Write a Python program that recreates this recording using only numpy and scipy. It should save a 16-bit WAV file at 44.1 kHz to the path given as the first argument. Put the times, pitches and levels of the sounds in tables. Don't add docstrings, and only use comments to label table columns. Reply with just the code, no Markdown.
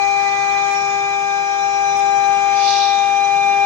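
import sys
import numpy as np
from scipy import signal
from scipy.fft import rfft, irfft, next_fast_len
from scipy.io import wavfile
from scipy.ndimage import uniform_filter1d

SR = 44100
rng = np.random.default_rng(int(sys.argv[2]) if len(sys.argv) > 2 else 0)


def inscribe(sig):
    pcm = np.round(np.clip(np.atleast_2d(sig).T, -1, 1) * 32767)
    wavfile.write(sys.argv[1], SR, pcm.astype(np.int16))


def voltage_ratio(decibels):
    exponent = np.asarray(decibels, float) / 20
    return 10 ** exponent


N = 160965
STEP = 32

# pitch_hz, left_db_per_hz, right_db_per_hz, likeness_0_to_1 [between the ears]
HISS_COLOUR = [(30, -79.5, -91.5, .6), (65, -87.5, -88, 0.8), (141, -64.5, -69.5, 1),
               (450, -78.5, -82, 0.99), (754, -63, -80, 0.2), (2390, -72.5, -64.5, 0),
               (2980, -76.5, -78.5, 0.7), (5900, -78, -72.5, 0.02)]
# pitch_hz, left_db, right_db
HISS_ROLL = [(3960, -1.5, -2), (4500, -4, -5), (6500, -1.5, -0.5), (7030, -13.5, -3.5), (7520, -23.5, -12),
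             (8550, -27, -24.5), (11000, -34.5, -33.5), (15000, -45, -54)]
# time_s, level_db
CHIP_LOAD = [(0, 0.5), (.7, 1), (1, -0.5), (1.5, -1.5), (2, -1), (2.3, 1.5), (3.2, 0), (3.65, -1.5)]
# time_s, level_db
SHOP_RUMBLE = [(0, -2.5), (.42, 1), (.7, 0.5), (1, 2), (1.5, -5.5), (2.1, 3), (2.45, 1), (2.95, -3),
               (3.4, 2.5), (3.65, 1.5)]
RUMBLE_TOP_HZ = 350
HISS_SWAY_DB, HISS_FLICKER_DB = .7, 1.1

# multiple [eighths of a shaft turn], left_db, right_db
MAINS_LINES = [(1, -60.5, -65), (2, -64, -65.5), (5, -58, -57.5), (6, -56, -61.5), (7, -49.5, -55.5),
               (9, -59, -57.5), (10, -70, -53.5), (11, -57.5, -65), (15, -66, -51), (18, -47.5, -68.5),
               (19, -67.5, -69), (20, -66.5, -78), (21, -71, -57.5), (22, -69, -51), (23, -44.5, -55),
               (26, -53.5, -60.5), (27, -52.5, -58)]
# order [of the shaft], left_db, right_db
DRIVE_LINES = [(8.67, -58.5, -61), (12.49, -60, -43), (13.5, -66, -61.5), (14.49, -47, -67),
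               (15.49, -68.5, -56.5), (16.49, -66, -57.5), (17.49, -76, -63), (18.49, -74, -68.5)]

# pitch_hz, width_hz, level_db, peak_s, left_minus_right_db
PUFF_RINGS = [(1890, 7800, -49.5, 3.3, -5), (1690, 1800, -49.5, 3.5, -2), (2300, 740, -36, 2.55, -1),
              (2790, 340, -36, 2.7, -3), (3506, 220, -31.5, 2.69, 1), (3720, 320, -30, 2.893, 1.5),
              (3930, 680, -27.5, 2.76, 1), (4380, 1200, -29.5, 2.694, -4.5), (4970, 300, -34.5, 2.67, -12),
              (5040, 700, -35.5, 2.75, -6), (5620, 170, -33.5, 2.786, -4), (5980, 400, -33.5, 2.66, -7),
              (8500, 710, -56, 2.68, 3), (10800, 1500, -63, 2.66, 2), (13000, 2500, -70.5, 2.64, 1.5)]
PUFF_RISE_S, PUFF_FALL_S, PUFF_GRAIN_DB = .08, .14, 1.5

SHAFT_HZ = 399.25
# order, left_db, right_db, right_lag_rad, drift_db_per_s [as the phone moves]
WANDERING_ORDERS = [(7, -56, -50, 1.1, 2.5), (11, -65, -61.5, 3, -10.5), (12, -61, -72, -0.5, 4.5),
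                    (13, -64, -54.5, 10.5, -4), (16, -54.5, -47, 0.5, -4), (17, -67, -46, 1.5, -2.5),
                    (18, -69.5, -51, -0.5, -1), (19, -71.5, -55.5, 3, 0), (20, -78, -61.5, 5.5, 0.5),
                    (21, -87, -63, 6, -1), (22, -66.5, -65.5, -1.6, 0.5), (23, -72, -67, -0.5, -0.5),
                    (24, -73, -72.5, 11, -1.5)]
TOP_DB, TOP_FALL_DB = -73, -1.3
BLUR_ORDER, BLUR_POWER, BLUR_HZ = 10.5, 4.2, 1.8
SWAY_DB, SWAY_RATE_HZ = 2.5, 3.164
# time_s, order_2_left_db, order_2_right_db, order_6_left_db, order_6_right_db
FLUTE_DRIFT = [(0, -13, -31.5, -22.5, -25), (.4, -15, -38, -25, -25), (.7, -15, -39, -25, -24.5),
               (1, -17, -29, -25.5, -27.5), (1.3, -16.5, -29, -27, -28), (1.6, -15.5, -28.5, -28, -29),
               (1.9, -13, -23.5, -27, -30), (2.2, -12, -24.5, -26, -34), (2.5, -12, -26, -27, -29.5),
               (2.8, -12.5, -25, -30, -31.5), (3.1, -12.5, -25.5, -28.5, -26.5),
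               (3.65, -12, -22.5, -26, -21.5)]
# time_s, then left_db, right_db for each of orders 1, 3, 4
LOW_DRIFT = [(0, -38, -36.5, -39, -31, -37, -41), (.45, -37, -36.5, -37, -29, -33, -41),
             (.75, -36, -36.5, -35, -28.5, -31, -38), (1, -37, -32, -34, -31.5, -32, -35),
             (1.3, -39, -36, -36, -32, -28.5, -35), (1.65, -40, -38, -37, -33, -30, -33),
             (2, -37, -34.5, -36, -33, -30, -37), (2.5, -40, -34.5, -30, -34, -32, -41),
             (3.101, -42, -38.5, -34, -35, -35, -41), (3.65, -38, -32, -34, -38, -35, -45)]
# time_s, then left_db, right_db for each of orders 5, 8, 9
UPPER_DRIFT = [(0, -47, -33, -50, -54, -47, -45), (.45, -49, -31.5, -48.5, -46, -51.5, -38.5),
               (1, -45, -40, -55, -50, -42, -39), (1.65, -52, -51, -62, -48.5, -52.5, -42),
               (2.1, -46, -44, -63.5, -48.5, -51.5, -40.5), (2.6, -44, -48, -60, -44, -38, -47),
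               (3.15, -45, -43, -41, -41, -42, -53), (3.45, -40, -46, -49, -49.5, -38, -54),
               (3.65, -39, -51, -42, -49, -41, -57)]
# time_s, then left_db, right_db for each of orders 10, 14, 15
HIGH_DRIFT = [(0, -50, -38.5, -49, -42, -53, -47), (.45, -51, -39, -49, -46, -57, -50),
              (.75, -46, -43.5, -54, -37, -63, -47), (1.051, -49, -48.5, -51.5, -45, -55, -52.5),
              (1.65, -45, -41, -39, -46, -52, -39), (2, -47, -40.5, -42.5, -51, -51.5, -35.5),
              (2.5, -43, -46, -46, -46.5, -53, -40), (3.1, -40, -40, -51.5, -46, -58.5, -36.5),
              (3.65, -40, -46, -41, -52.5, -57, -41.5)]
# order, right_lag_rad, turned_lag_change_rad, blurred_share, blur_hz
DRIFTING_ORDERS = [(2, -1.4, .65, .008, 10), (6, 2.2, -1.1, .035, 14), (1, -.3, .14, .008, 8),
                   (3, .45, .1, .015, 10), (4, 2.35, -.5, .09, 12), (5, 2.2, -.3, .5, 11),
                   (8, 2, .7, .45, 16), (9, 2.4, .2, .4, 18), (10, 1.5, .8, .5, 18),
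                   (14, -1.2, -.5, .8, 25), (15, -1.2, 1.7, .7, 25)]
# time_s, turned_share
PHONE_TURN = [
    (0, 0),
    (2.2, 0),
    (2.8, 1),
    (3.65, .9),
]

# start_s, hash_db
PORT_SLIPS = [
    (0.706, -50),
    (1.965, -48),
]
# pitch_hz, level_db
HASH_COLOUR = [(5000, -11.5), (7500, 1), (9500, -3), (12500, -14.5), (15500, -10.5)]
SLIP_S, FLIP_HZ = .04, 2000


def smooth(slow):
    ramp = slow[:, :-1, None] + np.diff(slow)[:, :, None] * np.arange(STEP) / STEP
    return ramp.reshape(len(slow), -1)[:, :N]


def walk(rate_hz, count=1):
    hold = max(int(SR / STEP / rate_hz), 2)
    draws = rng.standard_normal((count, 400))[:, :N // STEP // hold + 2]
    held = np.repeat(draws, hold, axis=1)
    slewed = uniform_filter1d(uniform_filter1d(held, hold), hold)
    return 1.15 * slewed[:, :N // STEP + 2]


def follow(x, table):
    first, *columns = np.array(table).T
    return [np.interp(x, first, column) for column in columns]


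def shaped(gain):
    size = next_fast_len(N)
    hz = np.maximum(np.arange(size // 2 + 1) * SR / size, 1)
    real, imag = rng.standard_normal((2, len(hz)))
    return irfft((real + 1j * imag) * gain(hz) * np.sqrt(size * SR / 4), size)[:N]


def tone(hz, db, lag=0., blur=0., blur_hz=22.0):
    pole = np.exp(-2 * np.pi * blur_hz * STEP / SR)
    flutter = signal.lfilter([1], np.poly([pole, pole]), rng.standard_normal((6, N // STEP + 2)))
    flutter = (flutter[:3] + 1j * flutter[3:]) / flutter.std()
    ear = np.exp(1j * lag * np.array([[1], [0]]))
    steady = np.sqrt(2 - 2 * blur) * ear
    smeared = np.sqrt(blur / 2) * (flutter[:2] + flutter[2] * ear)
    body = smooth(voltage_ratio(db) * (steady + smeared))
    return (body * np.exp(2j * np.pi * (hz * np.arange(N) / SR + rng.random()))).real


def hiss(t):
    colour, roll = np.array(HISS_COLOUR), np.array(HISS_ROLL)
    load_db, = follow(t, CHIP_LOAD)
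    rumble_db, = follow(t, SHOP_RUMBLE)
    out = 0
    for centre in 20 * 2 ** np.arange(0, 10, .5):
        def band(hz):
            return np.cos(np.pi * np.clip(np.log2(hz / centre), -.5, .5))
        like = np.clip(np.interp(np.log(centre), np.log(colour[:, 0]), colour[:, 3]), 0, 1)
        mid, side = shaped(band), shaped(band)
        pair = np.sqrt((1 + like) / 2) * mid + np.sqrt((1 - like) / 2) * side * np.array([[1], [-1]])
        swell_db = rumble_db if centre < RUMBLE_TOP_HZ else load_db
        level_db = swell_db + HISS_SWAY_DB * walk(0.69) + HISS_FLICKER_DB * walk(14.0)
        out = out + pair * smooth(voltage_ratio(level_db))
    log_hz = np.log(np.maximum(np.arange(N // 2 + 1) * SR / N, 1))
    ears_db = []
    for ear in (1, 2):
        density_db = np.interp(log_hz, np.log(colour[:, 0]), colour[:, ear])
        ears_db.append(density_db + np.interp(log_hz, np.log(roll[:, 0]), roll[:, ear]))
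    return irfft(rfft(out) * voltage_ratio(np.array(ears_db)), N)


def electrics(t):
    out = 0
    for multiple, left, right in MAINS_LINES:
        level_db = np.array([[left], [right]]) + 1.2 * walk(4.6)
        out = out + tone(round(multiple) * SHAFT_HZ / 8, level_db, -1.0, 0.28)
    for order, left, right in DRIVE_LINES:
        passing_db = -2.4 * (t - 1.9) ** 2
        level_db = np.array([[left], [right]]) + 1.3 * walk(5.6) + passing_db
        out = out + tone(order * SHAFT_HZ, level_db, -2., 0.02)
    return out


def puff(t):
    out = 0
    for centre, width, db, peak, pan_db in PUFF_RINGS:
        def ring(hz):
            resonance = 1 / (1 + (2 * (hz - centre) / width) ** 2)
            return resonance * (hz < 2.2 * centre) / np.sqrt(width * np.pi / 4)
        spread = np.where(t < peak, PUFF_RISE_S, PUFF_FALL_S)
        swell = np.exp(-.5 * ((t - peak) / spread) ** 2)
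        gain = voltage_ratio(db + pan_db * np.array([[.5], [-.5]]) + PUFF_GRAIN_DB * walk(60.))
        out = out + np.array([shaped(ring), shaped(ring)]) * smooth(swell * gain)
    return out


def shaft_order(order, db, lag):
    blur = 1 - 0.55 * np.exp(-(order / BLUR_ORDER) ** BLUR_POWER)
    return tone(order * SHAFT_HZ, db, lag, blur, order * BLUR_HZ + 4.2)


def spindle(t):
    ears_db = []
    for table in (FLUTE_DRIFT, LOW_DRIFT, UPPER_DRIFT, HIGH_DRIFT):
        ears_db += follow(t, table)
    pairs_db = np.reshape(ears_db, (len(DRIFTING_ORDERS), 2, -1))
    turned, = follow(t, PHONE_TURN)
    out = 0
    for (order, lag, lag_change, blur, blur_hz), level_db in zip(DRIFTING_ORDERS, pairs_db):
        out = out + tone(order * SHAFT_HZ, level_db, lag + lag_change * turned, blur, blur_hz)
    for order, left, right, lag, drift in WANDERING_ORDERS:
        wander_db = drift * (t - t.mean()) + SWAY_DB * walk(SWAY_RATE_HZ, count=2)
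        out = out + shaft_order(round(order), np.array([[left], [right]]) + wander_db, lag)
    for order in range(25, 39):
        level_db = TOP_DB + TOP_FALL_DB * (order - 25) + 3 * walk(2, count=2)
        out = out + shaft_order(order, level_db, 1.)
    return out


def scene():
    t = np.arange(N // STEP + 2) * STEP / SR
    return hiss(t) + electrics(t) + puff(t) + spindle(t)


def slipping_port(left):
    t, colour = np.arange(N) / SR, np.array(HASH_COLOUR)
    high = signal.butter(6, FLIP_HZ, "high", fs=SR, output="sos")
    treble = signal.sosfiltfilt(high, left)

    def bright(hz):
        return voltage_ratio(np.interp(np.log(hz), np.log(colour[:, 0]), colour[:, 1]) - 31.5)
    port_hash = shaped(bright)
    out = left
    for start, db in PORT_SLIPS:
        gate = np.clip(np.minimum(t - start, start + SLIP_S - t) / .002, 0, 1)
        out = out + gate * (voltage_ratio(db) * port_hash - 2 * treble)
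    return out


def low_pass(x):
    return signal.sosfilt(signal.butter(12, 15480, fs=SR, output="sos"), x)


def record(dry):
    mix = np.array([slipping_port(dry[0]), dry[1]])
    return low_pass(mix)


dry = scene()
out = record(dry)
inscribe(out)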